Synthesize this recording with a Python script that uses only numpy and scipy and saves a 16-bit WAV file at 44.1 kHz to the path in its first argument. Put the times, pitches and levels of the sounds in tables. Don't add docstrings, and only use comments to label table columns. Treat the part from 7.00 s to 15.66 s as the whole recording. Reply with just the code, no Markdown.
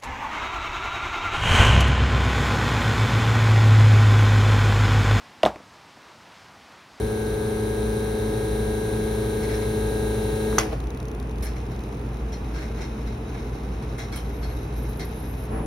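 import sys
import numpy as np
from scipy import signal
from scipy.fft import rfft, irfft
from scipy.io import wavfile

SR = 44100
rng = np.random.default_rng(int(sys.argv[2]) if len(sys.argv) > 2 else 0)


def log_audio(samples):
    frames = np.atleast_2d(samples).T
    limited = np.clip(frames, -1, 1)
    pcm = np.round(limited * 32767).astype(np.int16)
    wavfile.write(sys.argv[1], SR, pcm)


N = 381906
TIME = np.arange(N) / SR
FREQ = np.fft.rfftfreq(N, 1 / SR)
SIDES = np.array([[1], [-1]])

# (f/Hz, density level/dB)
BAR_RUMBLE = [(22, -72), (32, -67), (48, -55), (70, -53), (100, -59), (140, -57), (165, -59.5), (320, -62),
              (365, -66), (410, -61), (455, -62.5), (490, -68.5), (580, -73.5), (800, -72.5), (1500, -83),
              (2300, -87), (2530, -85), (2750, -89.5), (4600, -100), (6000, -99), (11000, -101.2),
              (15500, -111.7)]
# (f/Hz, rms level/dB, relative unsteadiness)
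FRIDGE_HUM = [(56.55, -32, 0.22), (84.9, -52.5, 0.4), (120.5, -39.5, 0.16), (219.5, -48.5, 0.51)]
# (shaft order, level/dB, change without load/dB)
HUM_HARMONICS = [(4, -33.5, -2), (8, -34, 2.5), (12, -38, 7.5), (14, -43.5, -6), (15, -36, -12),
                 (16, -30, -2), (17, -44, 6), (18, -48, -3), (20, -43, 1), (21, -51, 10), (28, -49, 11),
                 (32, -53, -6)]
# (shaft order, mid-shot level/dB, growth over the shot/dB)
WHINE_HARMONICS = [(47, -57, 0), (56, -52.8, 0), (60, -48.8, 0), (64, -60.5, -3), (68, -62, 7),
                   (80, -59.5, 0), (100, -61.5, 7), (116, -65, 2), (128, -63, 3), (140, -59, 0),
                   (147, -61.5, 8), (151, -64, 8), (160, -63.5, 2), (311, -66, 0), (319, -59.5, 0),
                   (343, -61.5, 0), (351, -63, 0), (355, -65, 0), (409, -66, 0), (435, -65.5, 0),
                   (452, -67, 0)]
# (f/Hz, level/dB)
BUZZ_SPECTRUM = [(600, -62), (850, -57.5), (1100, -69), (1500, -68), (1900, -75.5), (2200, -65.5),
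                 (2450, -82), (3200, -78), (3900, -73.5), (4700, -81.5), (6000, -74.5), (7200, -74.5),
                 (10000, -73), (12000, -76.5), (15500, -93)]
# (f/Hz, density level/dB)
FLOW_SPECTRUM = [(400, -71), (800, -80), (1200, -101), (1600, -84), (2200, -86), (3000, -92), (3900, -81.5),
                 (4700, -91), (6000, -86.5), (7800, -90.5), (9600, -80), (12500, -91.5), (15500, -88)]
# (f/Hz, left minus right/dB)
PUMP_PAN = [(210, 0), (420, 3), (700, 4), (1300, 2.5), (2400, -1), (4400, 0)]
# (position/turns, mid-shot level/dB, growth over the shot/dB)
VANE_IMPACTS = [(0, -45.5, 4), (.245, -41, -3), (.462, -39.5, -2), (.72, -49, 10)]
# (f/Hz, level/dB, rise/s)
CASING_MODES = [(3840, -1.5, 0.00074), (9590, -9.5, 0.0017)]
# (t/s, level/dB, rise/s, sizzle level/dB, damping
# factor, # tilt/(dB/octave), contact note f/Hz, its relative level/dB)
GRILLE_SLIPS = [(2.4234, -37.5, 0.012, -51, 2, 0, 1950, -11), (2.485, -38.5, .015, -48, 2.5, -1, 2040, -10),
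                (2.531, -39, 0.016, -48, 2.2, 1, 1850, -12), (2.612, -42, 0.012, -48, 2.5, 1, 2200, -12),
                (4.4227, -37.5, .011, -30, 6, -1, 5300, -11), (4.445, -41, .021, -47, 5, -1, 5350, -10),
                (4.555, -47, .014, -55, 4, -3, 5400, -15), (5.318, -43, 0.016, -55, 2, 4, 5700, -10),
                (5.535, -42, 0.031, -60, 4.5, -0.5, 1620, -10), (5.6, -42.5, 0.023, -60, 4, -1, 2170, -10),
                (5.77, -43, 0.026, -60, 4.6, -3, 900, -8), (5.803, -39.7, 0.02, -55, 2.3, -1, 5350, -13),
                (6.0644, -44.5, 0.015, -64, 2.5, 1, 3900, -12),
                (6.3424, -44, 0.0078, -63, 1.2, -6, 2150, -12), (6.372, -47, .009, -63, 2, -3, 2100, -8),
                (6.822, -46, 0.01, -52, 3, -1, 1250, -2), (6.979, -36.5, 0.02, -42, 1.5, 2.5, 2100, -12),
                (7.118, -36, 0.018, -44, 2.5, 3.5, 1610, -15), (7.1564, -42, .019, -31, 6, 1, 3150, -8),
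                (7.4224, -40, 0.016, -56, 2, -2, 4200, -11), (7.48, -47.5, 0.02, -60, 5, -6, 1650, -7),
                (7.992, -35.5, .017, -56, 2, -1.5, 3800, -14)]
# (f/Hz, half width/Hz, level/dB)
GRILLE_RESONANCES = [(660, 62, -14), (1700, 120, -12), (2155, 26, -9.5), (2480, 320, -13),
                     (3340, 33, -18.5), (3900, 39, -16), (4214, 16, -14), (5010, 22, -27),
                     (5170, 16, -16.5), (5630, 11, -19.5), (5850, 18, -22.5), (6460, 2200, -19)]
# (f/Hz, half width/Hz, level/dB)
RUBBING_RESONANCES = [(720, 115, 4), (1500, 80, 3), (2125, 32, 4), (3850, 98, 1), (4200, 30, -5),
                      (5420, 230, -5), (6230, 230, -5.5), (6500, 900, -28), (11100, 680, -12.5),
                      (15000, 900, -25)]
# (t/s, level/dB, tilt/(dB/octave))
VALVE_IMPACTS = [(3.528, -22, -7), (3.5832, -1.5, -5), (3.5846, -17.5, 4), (3.5856, -16.5, 4),
                 (3.587, -16, 3.5), (3.591, -24, -1), (3.5985, -22.5, 2.5), (3.607, -22, 0),
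                 (3.6118, -24, 0), (3.6168, -22, -5)]
# (f/Hz, level/dB, T60/s)
VALVE_BODY = [(490, -37, .05), (1200, -8, 0.019), (1440, -4.3, 0.0075), (1940, -17, .022),
              (3270, -17, 0.013), (4580, -23, .013), (5600, -9, 0.013), (6360, -4.5, 0.012),
              (9500, -13, 0.009), (11000, -16.5, 0.0075)]
# (f/Hz, density level/dB)
PANEL_SPECTRUM = [(150, -82), (500, -49), (1100, -55.5), (2000, -58), (3500, -66), (6000, -64.5),
                  (8000, -69.5), (11000, -69.5), (15000, -79)]
# (f/Hz, level/dB, T60/s)
PANEL_NOTES = [(1530, -38, 0.27), (2030, -33, 0.2), (2190, -31.5, .16), (2650, -45, .13),
               (3340, -28.5, .11), (4520, -32, .09), (5700, -35, .14), (6315, -27, 0.11)]
# (t/s, level/dB)
DRAIN_TICKS = [(3.8023, -38), (3.839, -43), (3.8706, -40), (3.904, -39), (3.947, -42), (3.9729, -40),
               (4.0008, -39), (4.0273, -41), (4.0537, -41), (4.083, -40), (4.1146, -42), (4.148, -41),
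               (4.1989, -37), (4.227, -43), (4.31, -45), (4.3814, -46), (4.4084, -44), (4.7915, -43),
               (4.8369, -46)]
# (f/Hz, half width/Hz, level/dB)
DRAIN_RESONANCES = [(3800, 290, 1), (5500, 320, -3), (6300, 180, 1), (9600, 430, -9), (11200, 410, -3.5),
                    (15100, 830, -10)]
# (t/s, duration/s, start f/Hz, end f/Hz, level/dB, roughness 0-1,
# relative level of the upper tone/dB)
GLASS_SQUEALS = [(7.202, 0.5, 11500, 11220, -58, .5, -15), (7.724, .1, 10000, 9950, -56, .4, -20),
                 (7.757, .07, 11400, 12200, -51, 0.71, -24), (7.81, .06, 10900, 11400, -54, .8, -6),
                 (7.867, .07, 10350, 10900, -53, 0.62, -1), (7.94, .2, 10900, 11050, -58.5, .85, 0),
                 (8.132, 0.24, 11000, 11480, -50.5, .65, -9), (8.341, 0.13, 11300, 10800, -53.5, .7, -3),
                 (8.48, 0.21, 10600, 10400, -52.5, 0.2, -34)]
# (f/Hz, half width/Hz, level/dB)
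SQUEAL_BANDS = [(9100, 350, 0), (11300, 700, 1), (12700, 400, -2)]
# (f/Hz, density level/dB)
FRAME_SPECTRUM = [(50, -62), (130, -56), (450, -70), (900, -68), (2000, -82), (5000, -105)]
# (f/Hz, side minus mid/dB)
STEREO_WIDTH = [(60, -39), (120, -48), (200, -28), (380, -11), (700, -2), (1300, -1), (2000, -6),
                (2600, 2.5), (4000, -5.5), (5500, -4.5), (7000, -68), (15000, -63)]
# (f/Hz, phase/cycles)
PORT_PHASE_SHIFT = [(5400, 0), (6400, .25), (7600, .5), (9000, .78), (11000, 1), (14200, 1.5),
                    (15800, 1.68)]

SHAFT_HZ, IDLE_HZ = 27.1, 27.5
STOP_S, RESTART_S, UNLOAD_S = 3.585, 8.47, 0.021
SNAP_S = VALVE_IMPACTS[2][0]


def undb(db):
    return 10 ** (np.asarray(db) / 20)


def shape(table, hz):
    f, db = np.transpose(table)
    return undb(np.interp(np.log(np.maximum(hz, 1)), np.log(f), db))


def unit(x):
    return x / np.sqrt(np.mean(x ** 2))


def since(s):
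    return np.maximum(TIME - s, 0)


def hold(start_s, end_s, attack_s, release_s):
    return np.clip(np.minimum((TIME - start_s) / attack_s, (end_s - TIME) / release_s), 0, 1)


def pulse(age, rise_s):
    return age / rise_s * np.exp(1 - age / rise_s)


def walk(rate_hz):
    return unit(irfft(rfft(rng.standard_normal(N)) * np.exp(-(FREQ / rate_hz) ** 2), N))


def noise(density):
    mid, side = irfft(rfft(rng.standard_normal((2, N))) * density * np.sqrt(SR / 2), N)
    return mid + SIDES * irfft(rfft(side) * shape(STEREO_WIDTH, FREQ), N)


def ringing(resonances):
    power = 0
    for hz, width, db in resonances:
        detuning = (FREQ ** 2 - hz ** 2) / (2 * width * np.maximum(FREQ, 1))
        power += undb(db) ** 2 / (1 + detuning ** 2)
    return unit(noise(np.sqrt(power)))


def resonate(force, hz, half_width_hz):
    pole = np.exp(2 * np.pi * (1j * hz - half_width_hz) / SR)
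    return signal.lfilter([np.sqrt(2 * (1 - abs(pole) ** 2))], [1, -pole], force).imag


def bar():
    out = noise(shape(BAR_RUMBLE, FREQ))
    for hz, db, unsteadiness in FRIDGE_HUM:
        sway = 1 + unsteadiness * (walk(6.6) + 1j * walk(4.5))
        out += np.sqrt(2) * undb(db) * np.real(sway * np.exp(2j * np.pi * hz * TIME))
    return out


def motor(unloaded, coast_s=0.28, spin_up_s=0.0145, speed_loss=0.55):
    unloaded_db, idle_db, coast_db = -3.5, -8.5, -65
    slowed = np.minimum(since(STOP_S) / coast_s, 1) ** 2.7 * np.exp(-since(RESTART_S) / spin_up_s)
    speed = np.where(TIME < RESTART_S, SHAFT_HZ, IDLE_HZ) * (1 - speed_loss * slowed)
    load_db = np.where(TIME < RESTART_S, unloaded_db * unloaded, idle_db)
    return speed, load_db + coast_db * slowed


def harmonics(turns, tones, control, waver_db, waver_hz, main_order=16, sideband_rad=1.15):
    out = np.zeros((2, N))
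    for order, db, change_db in tones:
        hz = order * SHAFT_HZ
        waver = np.interp(TIME * waver_hz, np.arange(400), rng.standard_normal(400))
        spread = 1 + 1j * SIDES * shape(STEREO_WIDTH, hz) * rng.choice([-1, 1])
        stereo = spread * shape(PUMP_PAN, hz) ** (SIDES / 2)
        apart = abs(order - main_order)
        free_phase = 2 * np.pi * rng.random()
        phase = sideband_rad * apart if apart <= 2 else free_phase
        tone = np.exp(1j * (2 * np.pi * order * turns + phase))
        out += np.sqrt(2) * undb(db + change_db * control + waver_db * waver) * np.real(stereo * tone)
    return out


def revolve(turns, orders, rms, size=16384):
    hz = orders * SHAFT_HZ
    phasor, across = np.exp(2j * np.pi * rng.random((len(orders), 2)).T)
    side = shape(STEREO_WIDTH, hz) * 1j * np.sign(across.imag)
    bins = np.zeros((2, size // 2 + 1), complex)
    bins[:, orders] = rms * phasor * (1 + SIDES * side) * shape(PUMP_PAN, hz) ** (SIDES / 2)
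    cycle = irfft(bins) * size / np.sqrt(2)
    return np.array([np.interp(turns % 1 * size, np.arange(size), c, period=size) for c in cycle])


def casing_buzz(turns, vane_db=5, scatter_db=3, drift_hz=0.11):
    tonal_orders = [row[0] for row in [*HUM_HARMONICS, *WHINE_HARMONICS]]
    orders = np.setdiff1d(np.arange(19, 570), tonal_orders)
    envelope = shape(BUZZ_SPECTRUM, orders * SHAFT_HZ)
    out = np.zeros((2, N))
    for blend in (np.cos, np.sin):
        db = scatter_db * rng.standard_normal(len(orders)) + vane_db * (orders % 4 == 0) - 1
        out += blend(2 * np.pi * drift_hz * TIME) * revolve(turns, orders, envelope * undb(db))
    return out


def vane_ticks(turns, shot, scatter_db=1.8, jitter_turns=0.0003):
    out = np.zeros(N)
    for place, db, growth_db in VANE_IMPACTS:
        turn_number = (turns - place + 1).astype(int)
        strength, lateness = rng.standard_normal((300, 2))[turn_number].T
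        age = np.maximum((turns - place) % 1 - jitter_turns * lateness, 0) / SHAFT_HZ
        tick = sum(undb(mode_db) * pulse(age, rise_s) * np.sin(2 * np.pi * hz * age)
                   for hz, mode_db, rise_s in CASING_MODES)
        out += undb(db + growth_db * shot + scatter_db * strength) * tick
    return out


def pump(wobble=0.0002, pulsing=0.46, rise_db=2, load_power=4.6):
    unloaded = 1 - np.exp(-since(STOP_S) / UNLOAD_S)
    speed, drive_db = motor(unloaded)
    turns = np.cumsum(speed * (1 + wobble * walk(10.3))) / SR
    shot = np.minimum(TIME / STOP_S, 1) - 0.5
    hum = harmonics(turns, HUM_HARMONICS, unloaded, waver_db=0.33, waver_hz=7)
    whine = harmonics(turns, WHINE_HARMONICS, shot, waver_db=1, waver_hz=4)
    buzz = casing_buzz(turns)
    puffs = unit(np.exp(-pulsing * (4 * turns % 1)))
    hiss = noise(shape(FLOW_SPECTRUM, FREQ)) * undb(-1) * puffs
    under_load = whine + vane_ticks(turns, shot) + (buzz + hiss) * undb(rise_db * shot)
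    return hum * undb(drive_db) + under_load * undb(load_power * drive_db)


def scrapes(grit_db=2, scatter_db=2, detune=0.012, note_width_hz=70, tail_db=-13, tail_s=0.07):
    out, age = np.zeros((2, N)), TIME[:SR // 3]
    grit = undb(grit_db * walk(380))
    for s, db, rise_s, _, damping, tilt, note_hz, note_db in GRILLE_SLIPS:
        span = slice(int(s * SR), int(s * SR) + len(age))
        tail = undb(tail_db) * (1 - np.exp(-age / rise_s)) * np.exp(-age / tail_s)
        force = rng.standard_normal((2, len(age))) * np.hypot(grit[span] * pulse(age, rise_s), tail)
        modes = [(note_hz, note_width_hz, note_db)]
        for hz, width, mode_db in GRILLE_RESONANCES:
            shift, weight = rng.standard_normal(2)
            excited_db = mode_db + tilt * np.log2(hz / 3000) + scatter_db * weight
            modes.append((hz * (1 + detune * shift), min(width * damping, hz / 7), excited_db))
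        for hz, width, mode_db in modes:
            mid, side = resonate(force, hz, width) * undb(db + mode_db)
            spread = shape(STEREO_WIDTH, hz)
            out[:, span] += (mid + SIDES * side * spread) / np.hypot(1, spread)
    return out


def rubbing(grip_s=4.42, slide_s=5.3, lift_s=8.75, bite_s=0.0029, sizzle_s=0.023):
    bursts = np.zeros(N)
    for s, _, _, db, *_ in GRILLE_SLIPS:
        age = since(s)
        bursts += undb(db - 5) * (1 - np.exp(-age / bite_s)) * np.exp(-np.minimum(age / sizzle_s, 20))
    sizzle = ringing([(10100, 1100, 10), (15000, 900, -14)]) * bursts
    gripped = undb(-56.5) * hold(grip_s, lift_s, attack_s=0.048, release_s=0.43)
    sliding = undb(-53.5) * hold(slide_s, lift_s, attack_s=0.11, release_s=0.43)
    contact = np.hypot(gripped, sliding) * undb(2 * walk(25))
    rub = ringing(RUBBING_RESONANCES) * contact
    grain = undb(2 * walk(220))
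    return (rub + sizzle) * grain


def valve():
    out, age = np.zeros((2, N)), TIME[:SR // 4]
    for s, db, tilt in VALVE_IMPACTS:
        span = slice(int(s * SR), int(s * SR) + len(age))
        for hz, mode_db, t60 in VALVE_BODY:
            skew_rad = 0.47 * SIDES * min(hz / 9000, 1) * rng.choice([-1, 1])
            gain = undb(db + mode_db + tilt * np.log2(max(hz / 1500, 1)))
            out[:, span] += gain * undb(-60 * age / t60) * np.sin(2 * np.pi * hz * age + skew_rad)
    return out


def valve_reverberation(panel_db=-3.5, panel_t60=0.17, room_db=-16, room_t60=0.76, chatter_db=3):
    fall_db = -60 * since(SNAP_S)
    chatter = undb(panel_db + fall_db / panel_t60 + chatter_db * walk(300))
    room = undb(room_db + fall_db / room_t60)
    return noise(shape(PANEL_SPECTRUM, FREQ)) * (chatter + room) * (TIME > SNAP_S)


def panels():
    out, age, start = np.zeros((2, N)), TIME[:SR // 2], int(SNAP_S * SR)
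    for hz, db, t60 in PANEL_NOTES:
        phase = 2 * np.pi * (hz * age + rng.random())
        skew_rad = SIDES * rng.choice([-1, 1]) * np.arctan(shape(STEREO_WIDTH, hz))
        out[:, start:start + len(age)] += undb(db - 60 * age / t60) * np.sin(phase + skew_rad)
    return out


def pipe_knock(at_s=3.731, decay_s=0.013, level_db=-27):
    envelope = undb(level_db) * np.exp(-np.abs(TIME - at_s) / decay_s)
    return ringing([(334, 39, 0), (460, 44, -1), (676, 40, -1)]) * envelope


def drain(rise_s=0.0012, trickle_start_s=4.25, trickle_end_s=5.2, trickle_db=-46.5, count=30):
    progress = (np.arange(count) + rng.random(count)) / count
    times = trickle_start_s + (trickle_end_s - trickle_start_s) * progress
    levels = trickle_db + 0.5 * rng.standard_normal(count)
    envelope, age = np.zeros(N), TIME[:SR // 20]
    for s, db in [*DRAIN_TICKS, *zip(times, levels)]:
        start = int(s * SR)
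        envelope[start:start + len(age)] += undb(db - 4) * pulse(age, rise_s)
    return envelope * ringing(DRAIN_RESONANCES)


def squeals(upper_ratio=1.14, bend_hz=40.1, waver_hz=70, spread_hz=190, flutter_db=4.5):
    hz, gain, rough, upper_gain = np.zeros((4, N))
    for s, length, start_hz, end_hz, db, roughness, upper_db in GLASS_SQUEALS:
        on = (TIME > s) & (TIME < s + length)
        progress = (TIME[on] - s) / length
        pressure = np.sin(np.pi * progress)
        hz[on] = start_hz + (end_hz - start_hz) * progress + bend_hz * pressure
        gain[on] = undb(db - 1) * np.abs(pressure) ** 0.3
        rough[on], upper_gain[on] = roughness, undb(upper_db)
    hz += waver_hz * rough * walk(41.5)
    gain *= undb(flutter_db * rough * walk(55))
    tones = np.zeros((2, N))
    for channel in tones:
        for ratio, weight in ((1, 1), (upper_ratio, upper_gain)):
            jittered_hz = hz * ratio + spread_hz * rough * walk(504)
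            channel += weight * np.sin(2 * np.pi * np.cumsum(jittered_hz) / SR)
    hiss = ringing(SQUEAL_BANDS) * rough * undb(-1)
    return (np.sqrt(2) * tones + hiss) * gain


def frame_shudder(length_s=0.21):
    envelope = hold(RESTART_S, RESTART_S + length_s, attack_s=0.068, release_s=0.095)
    return envelope * noise(shape(FRAME_SPECTRUM, FREQ))


def bump(at_s=8.608, decay_s=0.0054, hz=140):
    age = TIME - at_s
    envelope = undb(-19) * np.exp(-np.minimum(np.abs(age) / decay_s, 20))
    return -envelope * np.sin(2 * np.pi * hz * age)


def scene():
    machine = pump() + valve() + valve_reverberation() + panels() + pipe_knock() + drain()
    glass = scrapes() + rubbing() + squeals()
    return machine + glass + bar() + frame_shudder() + bump()


def record(dry, low_hz=28, top_hz=15800):
    cycles = np.interp(FREQ, *np.transpose(PORT_PHASE_SHIFT))
    shifted = irfft(rfft(dry) * np.exp(1j * np.pi * SIDES * cycles), N)
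    highpass = signal.butter(4, low_hz, "high", fs=SR, output="sos")
    lowpass = signal.ellip(8, 0.2, 70, top_hz, fs=SR, output="sos")
    return signal.sosfilt(lowpass, signal.sosfilt(highpass, shifted))


dry = scene()
out = record(dry)
log_audio(out)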